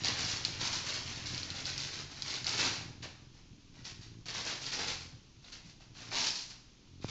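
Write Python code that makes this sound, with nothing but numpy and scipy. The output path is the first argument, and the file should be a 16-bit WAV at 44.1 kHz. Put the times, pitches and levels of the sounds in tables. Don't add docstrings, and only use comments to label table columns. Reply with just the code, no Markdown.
import sys
import numpy as np
from scipy import signal
from scipy.fft import rfft, irfft, next_fast_len
from scipy.io import wavfile
from scipy.ndimage import uniform_filter1d, map_coordinates

SR = 44100
rng = np.random.default_rng(int(sys.argv[2]) if len(sys.argv) > 2 else 0)


def output_pcm(signal):
    pcm = np.clip(np.atleast_2d(signal).T, -1, 1) * 32767
    wavfile.write(sys.argv[1], SR, np.round(pcm).astype(np.int16))


N = 313110
TOP_HZ = 9076

# f/Hz, level/dB
FILM_TONE = [(120, -18.5), (260, -8.5), (390, -12), (480, -14.5), (950, -10.5), (1200, -10.5), (1400, -7.5),
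             (2000, -5.5), (2550, -2.5), (3200, -2.5), (4400, 2.83), (5700, 0.5), (6800, -4.5),
             (9000, -24.5)]
def crinkle(rate=2700, crisp_db=-1.5, flex_db=-0.5, split_hz=2600, rub=0.62, fold_db=-8, fold_hz=1050):
    crisp, flex = handling()
    effort_db = crisp - crisp.max() + 10
    shower = clicks(rate * amp(.45 * effort_db), spread_db=2.0, ring_s=0.00031)
    power = np.abs(uniform_filter1d(shower ** 2, size=1100))
    shower = shower / np.sqrt(power + 0.0081)
    sliding = rub * amp(-.3 * effort_db)
    shower = (shower + sliding * rng.standard_normal(N)) / np.sqrt(1 + sliding ** 2)
    film = coloured(shower, lambda hz: amp(along(FILM_TONE, hz)))
    high = unit(coloured(film, lambda hz: (hz / split_hz) ** 4 / (1 + (hz / split_hz) ** 4)))
    low = unit(coloured(film, lambda hz: 1 / (1 + (hz / split_hz) ** 4)))
    folds = clicks(900, spread_db=3.5, ring_s=0.00054)
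    folds = unit(coloured(folds, lambda hz: amp(along(FILM_TONE, hz)) / (1 + (hz / fold_hz) ** 6)))
    slack_db = np.clip(flex - crisp + 4, -12, 3)
    return amp(crisp + crisp_db) * high + amp(flex + flex_db) * low + amp(flex + slack_db + fold_db) * folds


RELEASE_DB_PER_S = 190
# start t/s, length/s, crackle level/dB, flexing compared with crackle/dB
HAND_STROKES = [(0.035, 0.066, -37, -3), (0.162, .09, -38, -5.5), (0.264, 0.074, -37, -8.5),
                (0.449, 0.014, -43, -19), (0.59, 0.08, -37, -6.5), (0.708, 0.058, -36.5, -8),
                (0.847, 0.057, -38.5, -5), (0.935, .02, -39.5, -6.5), (1.041, .09, -46.5, -11),
                (1.252, 0.041, -43, -21), (1.335, 0.11, -48.5, -9), (1.52, .085, -45, -5.5),
                (1.643, .055, -39.5, -7), (1.772, 0.075, -41, -10.5), (1.907, 0.092, -44.5, -6.5),
                (2.079, 0.13, -51.5, -3), (2.234, 0.14, -41, -5.5), (2.446, .1, -38, -6),
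                (2.555, .11, -33, -4.5), (2.721, 0.074, -47, -2), (3.021, .018, -47, -1),
                (3.328, 0.068, -65.5, -2.5), (3.725, .09, -62, -1.5), (3.838, .045, -47.5, -7),
                (4.005, 0.038, -54.5, -6.5), (4.254, .02, -49, -4), (4.28, .02, -44, -2),
                (4.325, 0.08, -40.5, -5), (4.434, 0.093, -39.5, -4), (4.596, 0.089, -43, -7),
                (4.711, 0.044, -38, -5), (4.774, 0.063, -41, -3), (4.867, 0.034, -37, -7),
                (4.996, 0.019, -50, -16), (5.414, .08, -56.5, -5.5), (5.517, .02, -50, -4),
                (5.637, 0.059, -58.5, -8), (5.796, 0.028, -61, -3), (5.925, .16, -52.5, -3.5),
                (6.106, .05, -41.5, -1), (6.135, 0.099, -33.8, -10), (6.258, .03, -35, -12),
                (6.331, .07, -42.5, -20), (6.492, 0.021, -51.5, -6), (7.006, 0.051, -54.5, -3.5),
                (7.078, 0.019, -46, -1)]
def handling(picking_end_s=2.0, picking_db=-52, picking_flex_db=-2.5, fade_db_per_s=2.5, uneven_db=1.0):
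    left_s = picking_end_s - np.arange(N) / SR
    easing_db = np.minimum(fade_db_per_s * left_s, RELEASE_DB_PER_S * left_s)
    crisp = amp(picking_db + easing_db) ** 2
    flex = crisp * amp(picking_flex_db) ** 2
    for start, length, db, flex_db in HAND_STROKES:
        power = (amp(db) * stroke(start, length)) ** 2
        crisp += power
        flex += power * amp(flex_db) ** 2
    catching_db = uneven_db * wobble(35)
    return 10 * np.log10(np.array([crisp, flex]) + 1e-9) + catching_db


def stroke(start, length, swell_share=.35, settle_db=-19, settle_db_per_s=65):
    t = np.arange(N) / SR - start
    after = np.maximum(t - length, 0)
    release = np.maximum(amp(-RELEASE_DB_PER_S * after), amp(settle_db - settle_db_per_s * after))
    return np.clip(t / (swell_share * length), 0, 1) * release


SNAP_HZ = 4490
# t/s, level/dB (before snap_db is added)
CREASE_SNAPS = [(0.037, -20.5), (0.0467, -17), (0.0582, -21.5), (0.0835, -18.5), (0.3714, -28),
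                (0.4504, -10.5), (0.945, -32.5), (1.16, -29), (1.259, -28), (1.27, -26), (1.3468, -24),
                (1.379, -23.5), (1.432, -28), (1.5035, -25), (1.6553, -22), (1.671, -25), (1.779, -21.5),
                (2.222, -20.5), (2.31, -26), (2.3409, -22), (2.4444, -23), (2.4678, -17), (2.493, -23),
                (2.6521, -19.5), (2.7419, -29), (3.0286, -40), (3.852, -35), (4.2574, -39), (4.284, -28.5),
                (4.6658, -23.5), (5.008, -40), (5.529, -38.5), (5.697, -47.5), (6.272, -18.5), (6.356, -31),
                (6.505, -38), (7.089, -35.5)]
def snaps(snap_db=-2.0, scatter=0.025, ring_s=0.00045, crack=0.18, shiver_db=-30, shiver_s=0.023):
    out, t = np.zeros(N + SR), np.arange(SR // 10) / SR
    film_noise = unit(coloured(rng.standard_normal(N), lambda hz: amp(along(FILM_TONE, hz))))
    loudest_db = max(db for _, db in CREASE_SNAPS)
    for s, db in CREASE_SNAPS:
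        hz = SNAP_HZ * (1 + scatter * rng.standard_normal())
        age = 2 * t / (ring_s * amp(0.23 * (loudest_db - db)))
        start = rng.integers(N - len(t))
        grit = film_noise[start:start + len(t)]
        ring = age * np.exp(1 - age) * (np.sin(2 * np.pi * hz * t) + crack * grit)
        shiver = amp(shiver_db + 0.55 * db) * np.exp(-t / shiver_s) * grit
        out[round(s * SR):][:len(t)] += amp(db + snap_db) * ring + shiver
    return out[:N]


def ticks(rate=70, tick_db=-11, width_hz=1400):
    crisp_db = handling()[0]
    creases = clicks(rate, spread_db=1.5, ring_s=0.00088)
    ringing = coloured(creases, lambda hz: 1 / (1 + ((hz - SNAP_HZ) / width_hz) ** 4))
    return amp(crisp_db + tick_db) * unit(ringing)


# start t/s, length/s, f/Hz, level/dB
AIR_POCKETS = [(0.59, .15, 1010, -52), (4.76, 0.12, 479, -53.5), (4.74, 0.13, 800, -55),
               (6.108, .11, 900, -48)]
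def hollows(width=.11):
    out = np.zeros(N)
    for start, length, pitch, db in AIR_POCKETS:
        ring = coloured(rng.standard_normal(N), lambda hz: 1 / (1 + ((hz / pitch - 1) / width) ** 2))
        out += amp(db) * stroke(start, length) * unit(ring)
    return out


def bump(at_s=7.045, db=-24, push_s=0.00053, thud_db=-17, thud_hz=112, thud_s=0.032):
    t = np.maximum(np.arange(N) / SR - at_s, 0)
    age = t / push_s
    push = age * (2 - age) * np.exp(-age) * (1 - np.exp(-4 * age ** 2))
    shudder = amp(thud_db) * np.exp(-t / thud_s) * np.sin(2 * np.pi * thud_hz * t)
    return amp(db) * (shudder - push / np.abs(push).max())


# t/s, firing rate f/Hz, indoor level/dB
NEAR_ENGINE = [(0, 41, -53), (.4, 41.5, -51.5), (1.2, 42.2, -51), (2.4, 47.2, -62.5), (2.6, 40.3, -57),
               (2.87, 40, -47), (3.3, 42.4, -65), (3.65, 40.6, -64), (3.82, 41.4, -57), (4.2, 44.3, -62.5),
               (4.68, 43, -62), (4.88, 42.4, -53.5), (5.17, 43, -57), (5.3, 41, -72), (6.7, 40, -70.5),
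               (7.05, 45.7, -52)]
FAR_ENGINE = [(0, 53.5, -49), (1.15, 54.8, -53), (1.4, 63.2, -48.5), (2.1, 73.6, -56.5), (2.7, 52.4, -49.5),
              (3.4, 64.6, -64.5), (4.1, 55, -55), (4.35, 56.7, -60), (4.7, 67, -57), (5.3, 64, -70.5),
              (6.15, 57, -56), (6.7, 61, -74)]
def motorbikes():
    near_hz, near_db = curves(NEAR_ENGINE)
    far_hz, far_db = curves(FAR_ENGINE)
    near = amp(near_db + 1.2 * wobble(5.0)) * exhaust(near_hz, waver=0.0046, rough=0.33)
    far = amp(far_db + 0.58 * wobble(2.2)) * exhaust(far_hz, waver=.008, rough=0.66)
    return near + far


# f/Hz, level/dB
MUFFLED_TONE = [(20, -22), (42, -9), (65, -15.5), (85, 4), (130, 2.5), (165, -2.5), (205, -10.5), (300, -8),
                (400, -17.5), (700, -44), (1500, -101.5)]
def exhaust(firing_hz, waver, rough):
    firings = np.cumsum(firing_hz * (1 + waver * wobble(7))) / SR
    puffs = np.diff(np.floor(firings), prepend=0) * (1 + rough * rng.standard_normal(N))
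    return unit(coloured(puffs, lambda hz: amp(along(MUFFLED_TONE, hz))))


# t/s, level/dB (before thud_db is added)
COOK_THUDS = [(3.504, -44), (3.783, -45), (4.355, -44), (5.129, -41), (5.369, -46.5), (5.645, -45)]
def thuds(thud_db=-5, thud_hz=125, swell_s=0.015):
    t, swell = np.arange(N) / SR, np.zeros(N)
    for s, db in COOK_THUDS:
        age = np.maximum(t - s, 0) / swell_s
        swell += amp(db + thud_db) * age * np.exp(1 - age)
    return swell * np.sin(2 * np.pi * thud_hz * t + 2.05 * wobble(70))


# f/Hz, level/dB
STOVE_TONE = [(20, 3.5), (40, 8.5), (70, -4.5), (130, -1), (300, -4.5), (450, -14.5), (700, -20),
              (1000, -18), (1350, -21), (1900, -22), (2550, -16.5), (3300, -16.5), (4500, -16), (6500, -18),
              (9000, -44.5)]
def stove(level_db=-60, spit=0.24):
    fizz = rng.standard_normal(N) + spit * clicks(400, spread_db=1.5, ring_s=0.00018)
    sizzle = unit(coloured(fizz, lambda hz: amp(along(STOVE_TONE, hz))))
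    return amp(level_db + 0.29 * wobble(3.8)) * sizzle


# f/Hz, time to fade by 60 dB t/s
ECHO_TIMES = [(150, 0.58), (1000, 0.68), (4000, 0.55), (8000, 0.54)]
def kitchen(x, room_db, counter=0.3, counter_s=.0013):
    out, hop = np.zeros(N + SR), SR // 8
    for start in range(0, N, hop):
        hz, t, noise = signal.stft(rng.standard_normal(SR // 2), SR, nperseg=256)
        fade = amp(-60 * t / along(ECHO_TIMES, hz)[:, None])
        tail = signal.istft(noise * fade, SR, nperseg=256)[1]
        echo = amp(room_db) * np.pad(tail / np.linalg.norm(tail), (SR // 300, 0))
        echo[0] = 1
        echo[round(counter_s * SR * rng.uniform(.5, 2))] += counter
        heard = signal.fftconvolve(x[start:start + hop], echo / np.linalg.norm(echo))
        out[start:start + len(heard)] += heard
    return out[:N]


def clicks(rate, spread_db, ring_s):
    at = np.flatnonzero(rng.random(N) < rate / SR)
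    pitch, chance, phase = rng.random((len(at), 3)).T[:, :, None]
    t = np.arange(SR // 250) / SR
    size = amp(spread_db * np.minimum(-np.log(1 - chance), 4))
    rings = size * np.exp(-t / ring_s) * np.cos(2 * np.pi * (pitch * TOP_HZ * t + phase))
    samples = at[:, None] + np.arange(len(t))
    return unit(np.bincount(samples.ravel(), rings.ravel(), N)[:N])


def coloured(x, gain):
    m = 2 * next_fast_len(N // 2 + SR // 4)
    hz = np.fft.rfftfreq(m, 1 / SR)
    cepstrum = irfft(np.log(np.maximum(gain(hz), 1e-6)))
    cepstrum[1:m // 2] *= 2
    cepstrum[m // 2 + 1:] = 0
    return irfft(rfft(x, m) * np.exp(rfft(cepstrum)), m)[:N]


def wobble(rate):
    return map_coordinates(rng.standard_normal(int(N * rate / SR) + 4), [np.arange(N) * rate / SR])


def curves(rows):
    s, *columns = np.transpose(rows)
    return [np.interp(np.arange(N) / SR, s, column) for column in columns]


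def along(points, hz):
    freqs, values = np.transpose(points)
    return np.interp(np.log(hz + 1), np.log(freqs + 1), values)


def amp(db):
    return 10 ** (np.asarray(db) / 20)


def unit(x):
    return x / np.sqrt(np.mean(x ** 2) + 1e-20)


def scene():
    bag = kitchen(crinkle() + hollows(), room_db=-3.5) + kitchen(snaps() + ticks(), room_db=-7.5)
    return (bag + motorbikes() + stove() + thuds() + bump())[None]


def record(dry, knee_hz=7500, shelf_db=-12):
    m = next_fast_len(N + SR // 2)
    hz = np.fft.rfftfreq(m, 1 / SR)
    dulling = amp(np.interp(hz, [knee_hz, knee_hz + 350], [0, shelf_db]))
    cutoff = np.clip((TOP_HZ - hz) / 400, 0, 1)
    return irfft(rfft(dry, m) * dulling * cutoff, m)[:, :N]


dry = scene()
out = record(dry)
output_pcm(out)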